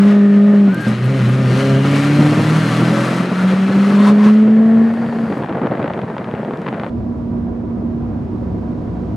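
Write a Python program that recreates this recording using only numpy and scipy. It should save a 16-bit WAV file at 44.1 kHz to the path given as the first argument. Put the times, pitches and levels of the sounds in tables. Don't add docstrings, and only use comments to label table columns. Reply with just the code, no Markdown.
import sys
import numpy as np
from scipy import signal
from scipy.fft import rfft, irfft
from scipy.io import wavfile
from scipy.ndimage import uniform_filter1d

SR = 44100
rng = np.random.default_rng(int(sys.argv[2]) if len(sys.argv) > 2 else 0)


def wrap_up_sound(samples):
    columns = np.atleast_2d(samples).T
    tamed = np.clip(columns, -1, 1)
    steps = np.round(tamed * 32767).astype(np.int16)
    wavfile.write(sys.argv[1], SR, steps)


N = 403956
T = np.arange(N) / SR
HZ = np.fft.rfftfreq(N, 1 / SR)
CUT_S = 6.9

# start_s, peak_db, centre_hz, ring_db (ring of the pipes)
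POPS = [(3.246, -11, 400, -24), (4.939, -17, 500, -25), (5.063, -15, 420, -25), (5.088, -13, 190, -26),
        (5.126, -14, 450, -25), (5.187, -15, 600, -25), (5.302, -16, 450, -28), (5.325, -14, 1000, -24),
        (5.371, -15, 170, -27), (5.421, -12, 170, -21), (5.426, -14, 650, -24), (5.436, -14, 550, -22),
        (5.445, -12, 480, -22), (5.461, -18, 1000, -35), (5.487, -15, 550, -26), (5.494, -17, 1100, -28),
        (5.526, -14, 600, -26), (5.549, -15, 480, -25), (5.572, -13, 520, -23), (5.617, -11, 500, -21),
        (5.633, -16, 600, -30), (5.661, -14, 450, -25), (5.67, -10, 650, -22), (5.712, -17, 800, -32),
        (5.753, -12, 650, -24), (5.774, -14, 600, -27), (5.795, -14, 480, -21), (5.818, -15, 500, -24),
        (5.828, -14, 1300, -25), (5.843, -10, 450, -19), (5.859, -11, 420, -21), (5.879, -15, 1700, -33),
        (5.9, -16, 900, -26), (5.936, -14, 1700, -31), (5.977, -15, 650, -25), (5.991, -11, 480, -24),
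        (6.017, -17, 2200, -33), (6.101, -16, 600, -24), (6.167, -12, 400, -24), (6.182, -12, 1700, -27),
        (6.244, -16, 1400, -25), (6.313, -18, 1100, -38), (6.339, -7, 190, -22), (6.351, -15, 550, -26),
        (6.431, -16, 450, -27), (6.449, -16, 700, -25), (6.509, -15, 550, -23), (6.536, -11, 190, -23),
        (6.618, -17, 600, -28), (6.663, -15, 800, -22), (6.667, -11, 900, -22), (6.679, -13, 900, -21),
        (6.685, -11, 1100, -24), (6.688, -13, 1800, -30), (6.728, -13, 520, -23), (6.737, -18, 900, -24),
        (6.744, -19, 1200, -28), (6.798, -12, 1300, -31), (6.835, -10, 700, -23), (6.845, -16, 800, -25),
        (6.865, -14, 650, -29)]


def amp(db):
    return 10 ** (np.asarray(db) / 20)


def evened(x):
    return x / np.sqrt(np.mean(x ** 2) + 1e-20)


def steadied(x, span_s=0.13):
    return x / np.sqrt(abs(uniform_filter1d(x ** 2, int(span_s * SR))) + 1e-20)


def curves(rows):
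    s, *columns = np.transpose(rows)
    return [np.interp(T, s, c) for c in columns]


def ramp(start, end):
    return np.clip((T - start) / max(end - start, 1e-3), 0, 1)


def waver(rate_hz, size=64):
    t = T[::size]
    hz = np.fft.rfftfreq(len(t), t[1])
    spectrum = rfft(rng.standard_normal(len(t))) / (1 + (hz / rate_hz) ** 2)
    return np.interp(T, t, evened(irfft(spectrum, len(t))))


def response(points):
    f, db = np.transpose(points)
    return amp(np.interp(np.log(HZ + 1), np.log(f + 1), db))


def band(lo_hz, hi_hz, order=12):
    return 1 / np.sqrt((1 + (lo_hz / (HZ + 1)) ** order) * (1 + (HZ / hi_hz) ** order))


def shaped(x, gain):
    return irfft(rfft(x) * gain, N)


def struck(x, gain):
    cepstrum = irfft(np.log(gain + 1e-6), N)
    fold = (1 + np.sign(N / 2 - np.arange(N))) / (1 + (T == 0))
    return shaped(x, np.exp(rfft(cepstrum * fold)))


def partial(turns, rough):
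    angle = 2 * np.pi * turns
    in_phase = np.cos(angle) * (1 + rough * waver(8))
    return -np.sqrt(2) * (in_phase + np.sin(angle) * rough * waver(11))


def add(mix, s, sound):
    part = mix[round(s * SR):][:len(sound)]
    part += sound[:len(part)]


def rumble(lumpy_db=3.5):
    # time_s, level_db
    rumble_level = [(0, -27), (1.0, -26.5), (1.8, -26), (2.4, -20.5), (3.1, -24.5), (3.6, -22.5),
                    (4.3, -27), (5.25, -25), (5.38, -22), (5.6, -25.5), (5.8, -25.5), (6.9, -26)]
    # freq_hz, relative density_db
    rumble_colour = [(20, -55), (45, -43.5), (65, -39), (90, -14), (125, -1), (210, 6.5), (300, -1),
                     (450, -4), (600, -9), (1200, -19), (5500, -48.5), (10000, -53.5), (15000, -67)]
    # time_s, level_db
    air_level = [(0, -49.5), (2.4, -42), (4.5, -50.5), (5.35, -48.5), (5.5, -55.5), (6.9, -55.5)]
    db, = curves(rumble_level)
    air_db, = curves(air_level)
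    noise = shaped(rng.standard_normal(N), response(rumble_colour))
    low = amp(db + lumpy_db * waver(18)) * evened(shaped(noise, band(15, 2200)))
    hiss = amp(air_db) * evened(shaped(noise, band(2600, 15500, order=6)))
    return low + hiss


def motorway(lumpy_db=1.0, gust_db=-1.0):
    # freq_hz, relative density_db
    cruise_colour = [(20, -28), (52, -7), (62, 2), (80, 0), (110, 3.5), (145, -3), (185, 1.5), (235, 1),
                     (280, 0.5), (309, 5), (328, -2.5), (360, 0.5), (430, -10), (465, -9), (500, -12),
                     (615, -19), (645, -12.5), (668, -20), (745, -17.5), (780, -26), (930, -24.5),
                     (985, -20), (1050, -30), (1115, -26.5), (1200, -30), (2000, -42), (2800, -48),
                     (5200, -54.5), (7000, -61), (14000, -75)]
    # time_s, level_db
    seal_hiss = [(6.9, -62), (7.6, -64), (8.4, -62), (9.16, -60.5)]
    # time_s, pitch_hz, level_db
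    hum_curve = [(6.9, 237.4, -24), (7.2, 236.5, -28.5), (7.35, 235, -21.5), (7.6, 235, -27),
                 (8.05, 234.5, -25), (8.25, 234.7, -29), (9.16, 235.5, -33)]
    road_db, tyres_db, wind_db, rise_db_per_s = -24.5, -32.5, -37.5, 0.56

    air, colour = rng.standard_normal(N), response(cruise_colour)
    road = amp(road_db + lumpy_db * waver(7.7)) * evened(shaped(air, colour * band(15, 248)))
    tyre_noise = shaped(rng.standard_normal(N), colour * band(286, 500))
    tyres = amp(tyres_db + lumpy_db * waver(10)) * evened(tyre_noise)
    wind = amp(wind_db + gust_db * waver(22)) * evened(shaped(air, colour * band(527, 2400)))
    hiss_noise = shaped(rng.standard_normal(N), colour * band(2320, 15000))
    hiss = amp(curves(seal_hiss)[0]) * evened(hiss_noise)
    hum_hz, hum_db = curves(hum_curve)
    hum = amp(hum_db) * partial(np.cumsum(hum_hz) / SR, rough=0.07)
    return (road + tyres + wind + hiss) * amp(rise_db_per_s * (T - CUT_S)) + hum


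def bright_bursts(q=1.4):
    # start_s, level_db, centre_hz, decay_s
    burst_list = [(.745, -23.5, 11450, 0.0015), (.805, -38.5, 8900, 0.039), (0.88, -35, 6560, 0.017),
                  (1.042, -36.5, 11530, .004), (1.056, -39, 11960, 0.0063), (1.291, -39.5, 10060, 0.0084),
                  (4.07, -43.5, 4500, 0.031), (4.939, -42.5, 9260, 0.002), (5.379, -47.5, 9800, 0.0059),
                  (6.573, -32.5, 3200, .001), (6.618, -36.5, 5000, 0.0008)]
    out, t = np.zeros(N), T[:4096]
    for s, db, hz, decay in burst_list:
        noise = rng.standard_normal(len(t)) * np.exp(-t / decay)
        burst = signal.lfilter(*signal.iirpeak(hz, q, fs=SR), noise)
        add(out, s, amp(db) * burst)
    return shaped(out, band(2500, 12000, order=10))


def narrow_tones():
    # start_s, end_s, first_hz, last_hz, width_hz, level_db
    tone_list = [(0, 0.741, 1240, 1238, 50.3, -46.5), (0, 0.691, 1843, 1786, 160, -40.5),
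                 (1.354, 1.72, 5290, 6170, 270, -52), (1.485, 1.747, 4080, 4150, 200, -43),
                 (1.453, 2.155, 3083, 2723, 280, -41), (1.848, 2.205, 2337, 2250, 280, -36),
                 (1.991, 2.248, 4230, 4110, 100, -49), (2.867, 3.178, 552, 562, 11, -27),
                 (2.908, 3.21, 1241, 1296, 150, -33.5), (3.302, 3.49, 1430, 1370, 200, -34),
                 (3.948, 4.146, 1006, 1046, 80, -28.5), (3.964, 4.132, 3650, 3680, 150, -40.5),
                 (4.183, 4.316, 1010, 1002, 100, -31), (4.349, 5.248, 1742, 1837, 260, -42.5),
                 (4.7, 5.501, 4500, 4600, 710, -59)]
    out = np.zeros(N)
    for start, end, first_hz, last_hz, width_hz, db in tone_list:
        size = max(int((end - start) * SR), 64)
        noise = (rng.standard_normal(N) + 1j * rng.standard_normal(N))[:size]
        ring = signal.lfilter(*signal.butter(2, width_hz / 2, fs=SR), noise)
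        glide_turns = np.cumsum(np.linspace(first_hz, last_hz, size)) / SR
        tone = (ring * np.exp(2j * np.pi * glide_turns)).real
        add(out, max(start, 0), amp(db) * evened(tone) * signal.windows.tukey(size, .5))
    return out


def chirp(waver_hz=20):
    # time_s, pitch_hz, level_db
    glide = [(.67, 1370, -46), (.695, 1435, -34.5), (.725, 1490, -36), (.745, 1560, -30),
             (.78, 1585, -32.5), (.81, 1605, -29.5), (.855, 1605, -28.5), (.88, 1550, -35),
             (.92, 1510, -52)]
    hz, db = curves(glide)
    tone = partial(np.cumsum(hz + waver_hz * waver(110)) / SR, rough=0.15)
    return tone * amp(db) * (T > glide[0][0]) * (T < glide[-1][0])


def shift_thump(s=.867, db=-14, decay_s=0.026):
    # freq_hz, level_db
    modes = [(125, -7.5), (215, 8), (280, -9.5), (530, -7.5)]
    out, t = np.zeros(N), T[:8192]
    boom = sum(amp(mode_db) * np.sin(2 * np.pi * hz * t) for hz, mode_db in modes)
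    add(out, s, amp(db) * boom * np.exp(-t / decay_s))
    return struck(out, band(115, 800, order=10))


def lulls():
    lull_s, lull_db = .022, -7.5
    dip, window = np.zeros(N), signal.windows.hann(int(lull_s * SR))
    for s, *_ in POPS:
        add(dip, s - .8 * lull_s, window)
    return amp(lull_db * np.minimum(dip, 1))


def crackle(per_s=330, spread_db=1.5, clump_db=1.2):
    # time_s, level_db
    overrun = [(4.8, -24.5), (5.3, -28), (5.45, -25.5), (5.84, -21), (6.05, -29.5), (6.45, -28),
               (6.64, -33.5), (6.675, -22.5), (6.705, -30.5), (6.84, -24.5), (6.9, -41.5)]
    # freq_hz, relative density_db
    crackle_colour = [(50, -22.5), (100, -4), (150, 2), (250, -19.5), (450, -3), (600, -4), (850, -10.5),
                      (1200, -16), (1800, -17.5), (2500, -28.5), (3500, -43.5), (4500, -43), (5500, -67),
                      (15000, -80)]
    top_db, top_db_per_s, close_s = -14, -1, 5.23

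    sizes = amp(spread_db * np.minimum(rng.exponential(1, N), 2.6))
    bangs = sizes * (rng.random(N) < per_s / SR)
    spatter = (evened(bangs) + .5 * rng.standard_normal(N)) * amp(clump_db * waver(35))
    level_db, = curves(overrun)
    colour = response(crackle_colour)
    body = steadied(struck(spatter, colour * band(84, 1550, order=8)))
    sharp = steadied(struck(spatter, colour * band(1400, 15000, order=8)))
    top = amp(top_db + top_db_per_s * (T - close_s)) * sharp
    return amp(level_db) * (body + top) * lulls() * ramp(4.13, close_s)


def pops(scatter=0.045, scatter_s=0.0045):
    # freq_hz, gain_db
    pop_colour = [(30, -25), (70, -12), (160, 1), (1200, 0.5), (2200, -.5), (3400, -3), (4600, -11),
                  (5600, -18.5), (10000, -27), (16000, -39)]
    pop_trim_db, ring_trim_db, ring_decay_s = .3, -5.5, .0045
    pipes = signal.butter(2, [320, 950], "band", fs=SR)

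    out, t = np.zeros(N), T[:2048]
    for s, db, hz, ring_db in POPS:
        u = 2 * np.pi * hz * t
        push_and_suction = u * (2 - u) * np.exp(-u)
        echoes = (t == 0) + scatter * rng.standard_normal(len(t)) * np.exp(-t / scatter_s)
        bang = signal.fftconvolve(push_and_suction, echoes)
        add(out, s, amp(db + pop_trim_db) * bang / abs(bang).max())
        ring = signal.lfilter(*pipes, rng.standard_normal(len(t)) * np.exp(-t / ring_decay_s))
        add(out, s, amp(ring_db + ring_trim_db) * ring / ring[t < ring_decay_s].std())
    return struck(out, response(pop_colour))


def turbulence(turns, pulsing=0.27, flutter_db=0.8):
    # delay_s at the start, gain (linear)
    bounces = [(.0047, .3), (.0088, .22), (.0118, .2)]
    growth_per_s = .035
    firing_pulse = 1 + pulsing * np.cos(8 * np.pi * turns)
    puffs = rng.standard_normal(N) * firing_pulse * amp(flutter_db * waver(34))
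    body = shaped(puffs, band(200, 3500, order=4))
    returned = sum(gain * np.interp(T - delay_s * (1 + growth_per_s * T), T, body)
                   for delay_s, gain in bounces)
    return puffs + returned


def rasp(flow, excess_db, wander=0.04, swell_db=3.0, by_flow=1.3):
    # centre_hz, width_hz, level_db at nominal flow
    resonances = [(1280, 370, -58), (2270, 1300, -60.5), (4200, 600, -57)]
    out = np.zeros(N)
    for hz, width_hz, db in resonances:
        turn = np.exp(2j * np.pi * np.cumsum(hz * (1 + wander * waver(2.0))) / SR)
        ring = (turn * signal.lfilter(*signal.butter(2, width_hz / 2, fs=SR), flow / turn)).real
        out += evened(ring) * amp(db + swell_db * waver(7.2))
    return out * amp(by_flow * excess_db)


def exhaust_gas(turns, crank_hz, surge_db=0.73):
    # low_hz, high_hz, nominal level_db, db per db of flow, db per turn a second
    registers = [(490, 1310, -36, 1.91, 0.5), (1170, 5950, -33, 1.0, 0), (4500, 17000, -49, 2, 0)]
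    # freq_hz, relative density_db
    gas_colour = [(550, 3.5), (750, -1), (950, -4), (1280, -2.5), (1550, -4.5), (1850, -4.5), (2400, -9),
                  (3200, -13), (4200, -23), (5200, -28), (7500, -32), (9700, -32.5), (12000, -42.5),
                  (15000, -49)]
    # time_s, flow_db
    flow_curve = [(0, -30.5), (.1, -30.5), (.2, -35.5), (.72, -36), (.89, -28), (.98, -32), (1.15, -29),
                  (1.42, -29.5), (1.6, -25.5), (1.78, -29), (1.99, -24.5), (2.1, -26), (2.62, -25.5),
                  (2.88, -26), (3.04, -26), (3.17, -26), (3.28, -30.5), (3.42, -28), (3.6, -30),
                  (3.93, -28), (4.02, -28.5), (4.09, -25), (4.135, -33), (4.25, -28.5), (4.4, -35.5),
                  (4.6, -41), (5.3, -47)]
    nominal_flow_db, nominal_turns_per_s, end_s = -30, 44, 6.9

    flow, colour = turbulence(turns), response(gas_colour)
    excess_db = curves(flow_curve)[0] - nominal_flow_db
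    excess_speed = crank_hz - nominal_turns_per_s
    gas = np.zeros(N)
    for lo, hi, db, by_flow, by_speed in registers:
        level_db = db + by_flow * excess_db + by_speed * excess_speed
        gas += amp(level_db) * steadied(shaped(flow, colour * band(lo, hi)))
    return (gas + rasp(flow, excess_db)) * amp(surge_db * waver(12.0)) * (T < end_s)


def crank_speed():
    # time_s, turns_per_s
    speed_curve = [(0, 49.4), (.08, 51.1), (.3, 50.5), (.52, 51.35), (.68, 49.6), (.8, 41.3), (.85, 30.6),
                   (.93, 29.7), (1.05, 31.7), (1.45, 32.1), (2.15, 36.3), (2.7, 40.45), (3.8, 49.3),
                   (4.6, 55.2), (5.12, 58), (5.28, 56), (5.42, 32)]
    start_s, shudder_hz, depth_turns_per_s, decay_s = 1.08, 4.03, 2.17, 0.4
    speed, = curves(speed_curve)
    since = np.maximum(T - start_s, 0)
    return speed + depth_turns_per_s * np.sin(2 * np.pi * shudder_hz * since) * np.exp(-since / decay_s)


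def engine_note(turns, crank_hz, throb_db=0.4, burble_rough=.13, burble_lag=.25):
    # time_s, level_db
    load = [(0, -1), (.68, -1), (.74, -8), (.77, -0.5), (.81, -3.5), (.96, -6), (1.06, -4), (1.7, 0.5),
            (2.5, 0), (3.0, 2.5), (3.3, -3), (3.42, -8.5), (4.82, 4.5), (5.0, -5), (5.22, -1.5),
            (5.36, -10)]
    # freq_hz, gain_db
    pipe_colour = [(100, -24), (114, -10.5), (126, -9.5), (152, -22), (178, -20.5), (186, -8.5), (213, -8),
                   (228, -16.5), (248, -27.5), (268, -17.5), (297, -13), (318, -26.5), (345, -27),
                   (365, -28.5), (412, -19), (470, -36.5), (505, -27), (532, -21), (558, -21), (590, -21),
                   (630, -31.5), (668, -21), (700, -30.5), (780, -37), (1020, -36), (1230, -22.5),
                   (1600, -26.5)]
    # multiple of crank speed, level_db, roughness (0-1)
    drone_orders = [(4, 0.3, 0.06), (8, -3, 0.1)]
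    # time_s, gain_db
    drone_swell = [(.7, 1), (.97, -8), (1.06, 0.5), (1.53, -3), (1.62, -5.5), (1.73, 0), (1.9, 1),
                   (2.02, -3), (2.2, 7), (2.4, 3.5), (2.58, 8.5), (2.7, -2.5), (2.9, 2.5), (3.0, -11),
                   (3.2, 2.5), (3.31, -5), (3.44, 8), (3.55, 0), (3.63, 3.5), (3.7, -4), (3.78, 4),
                   (3.88, -0.5), (4.02, 2.5), (4.3, 0.5), (5.25, 1.5), (5.33, -8.5)]
    # multiple of crank speed, level_db
    burble_orders = [(3, -12.5), (5, -15.5), (6, -14), (7, -11), (9, -23.5)]
    # multiple of crank speed, level_db, roughness (0-1)
    blare_orders = [(11, -15, .17), (12, -6.5, .12), (13, -17.5, .2), (14, -19, .25), (15, -16.5, .17),
                    (16, -8.5, .12), (17, -15, .2), (20, -13, .12), (24, -20.5, .2)]
    # turns_per_s, burble_db, blare_db
    voice = [(30, 0, 0), (33.97, -2, 2), (33, -5.5, -2.5), (36.4, -2.5, -5), (43.9, 0.5, -6.5),
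             (47, -10, -20), (49.8, -4, -5), (51.34, -11, 2.5), (54.5, -9.5, -8)]
    half_order_db, half_order_rough = -24.5, .45
    cut_s, return_s, fuel_off_s = (.808, .82), (.862, .88), (5.22, 5.5)

    load_db, = curves(load)
    pipe = response(pipe_colour)

    def order(k, db, rough, lag=0):
        return amp(db) * np.interp(k * crank_hz, HZ, pipe) * partial(k * turns - lag, rough)

    firing, octave = (order(round(k), db, rough) for k, db, rough in drone_orders)
    drone = amp(curves(drone_swell)[0]) * firing + octave
    burble = sum(order(round(k), db, burble_rough, burble_lag * rng.uniform(-0.81, 1))
                 for k, db in burble_orders)
    growl = sum(order(k, half_order_db, half_order_rough, rng.random()) for k in np.arange(4.5, 11))
    blare = sum(order(round(k), db, rough, rng.random()) for k, db, rough in blare_orders)

    speeds, burble_db, blare_db = np.transpose(voice)
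    burble_gain = amp(np.interp(crank_hz, speeds, burble_db))
    blare_gain = amp(np.interp(crank_hz, speeds, blare_db))
    note = drone + burble_gain * (burble + growl) + blare_gain * blare
    spark = 1 - 0.59 * (ramp(*cut_s) - ramp(*return_s))
    return note * amp(load_db + throb_db * waver(23)) * spark * (1 - ramp(*fuel_off_s))


def cabin(x, side_colour, lean_db, decay_s=0.045):
    reflections = rng.standard_normal(N) * np.exp(-T / decay_s)
    scramble = np.exp(1j * np.angle(rfft(reflections)))
    side = shaped(x, scramble * response(side_colour))
    lean = response(lean_db)
    left = shaped(x, 2 * lean / (1 + lean)) + side
    right = shaped(x, 2 / (1 + lean)) - side
    return np.array([left, right])


def scene():
    # freq_hz, gain_db
    town_side = [(30, -4.5), (70, -6.5), (130, -59.5), (220, -28), (300, -32), (500, -17), (1000, -12),
                 (4000, -13), (8000, -23), (13000, -7.5)]
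    cruise_side = [(25, -16.5), (60, -20.5), (110, -16), (210, -12.5), (390, -6), (740, -6), (1390, -2),
                   (2600, -1), (8000, -9.5)]
    # freq_hz, left minus right_db
    town_lean = [(150, -0.08), (300, 0.64), (700, 0), (1400, 2.1), (2800, 3.5), (5600, 4.5), (9000, -1),
                 (15000, 14.5)]
    cruise_lean = [(150, 1.7), (350, -1), (700, -5.5), (1400, -0.5), (2800, 3.5), (9000, -1)]

    crank_hz = crank_speed()
    turns = np.cumsum(crank_hz * (1 + 0.0022 * waver(28))) / SR
    pull = rumble() + narrow_tones() + exhaust_gas(turns, crank_hz) + engine_note(turns, crank_hz)
    town = pull + bright_bursts() + chirp() + shift_thump() + crackle() + pops()
    cruising = ramp(CUT_S - .002, CUT_S + .002)
    town_cabin = cabin(town, town_side, town_lean) * (1 - cruising)
    return town_cabin + cabin(motorway(), cruise_side, cruise_lean) * cruising


def record(dry):
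    lowpass = signal.firwin(511, 15600, window=("kaiser", 9), fs=SR)
    return signal.oaconvolve(dry, lowpass[None], "same")


dry = scene()
out = record(dry)
wrap_up_sound(out)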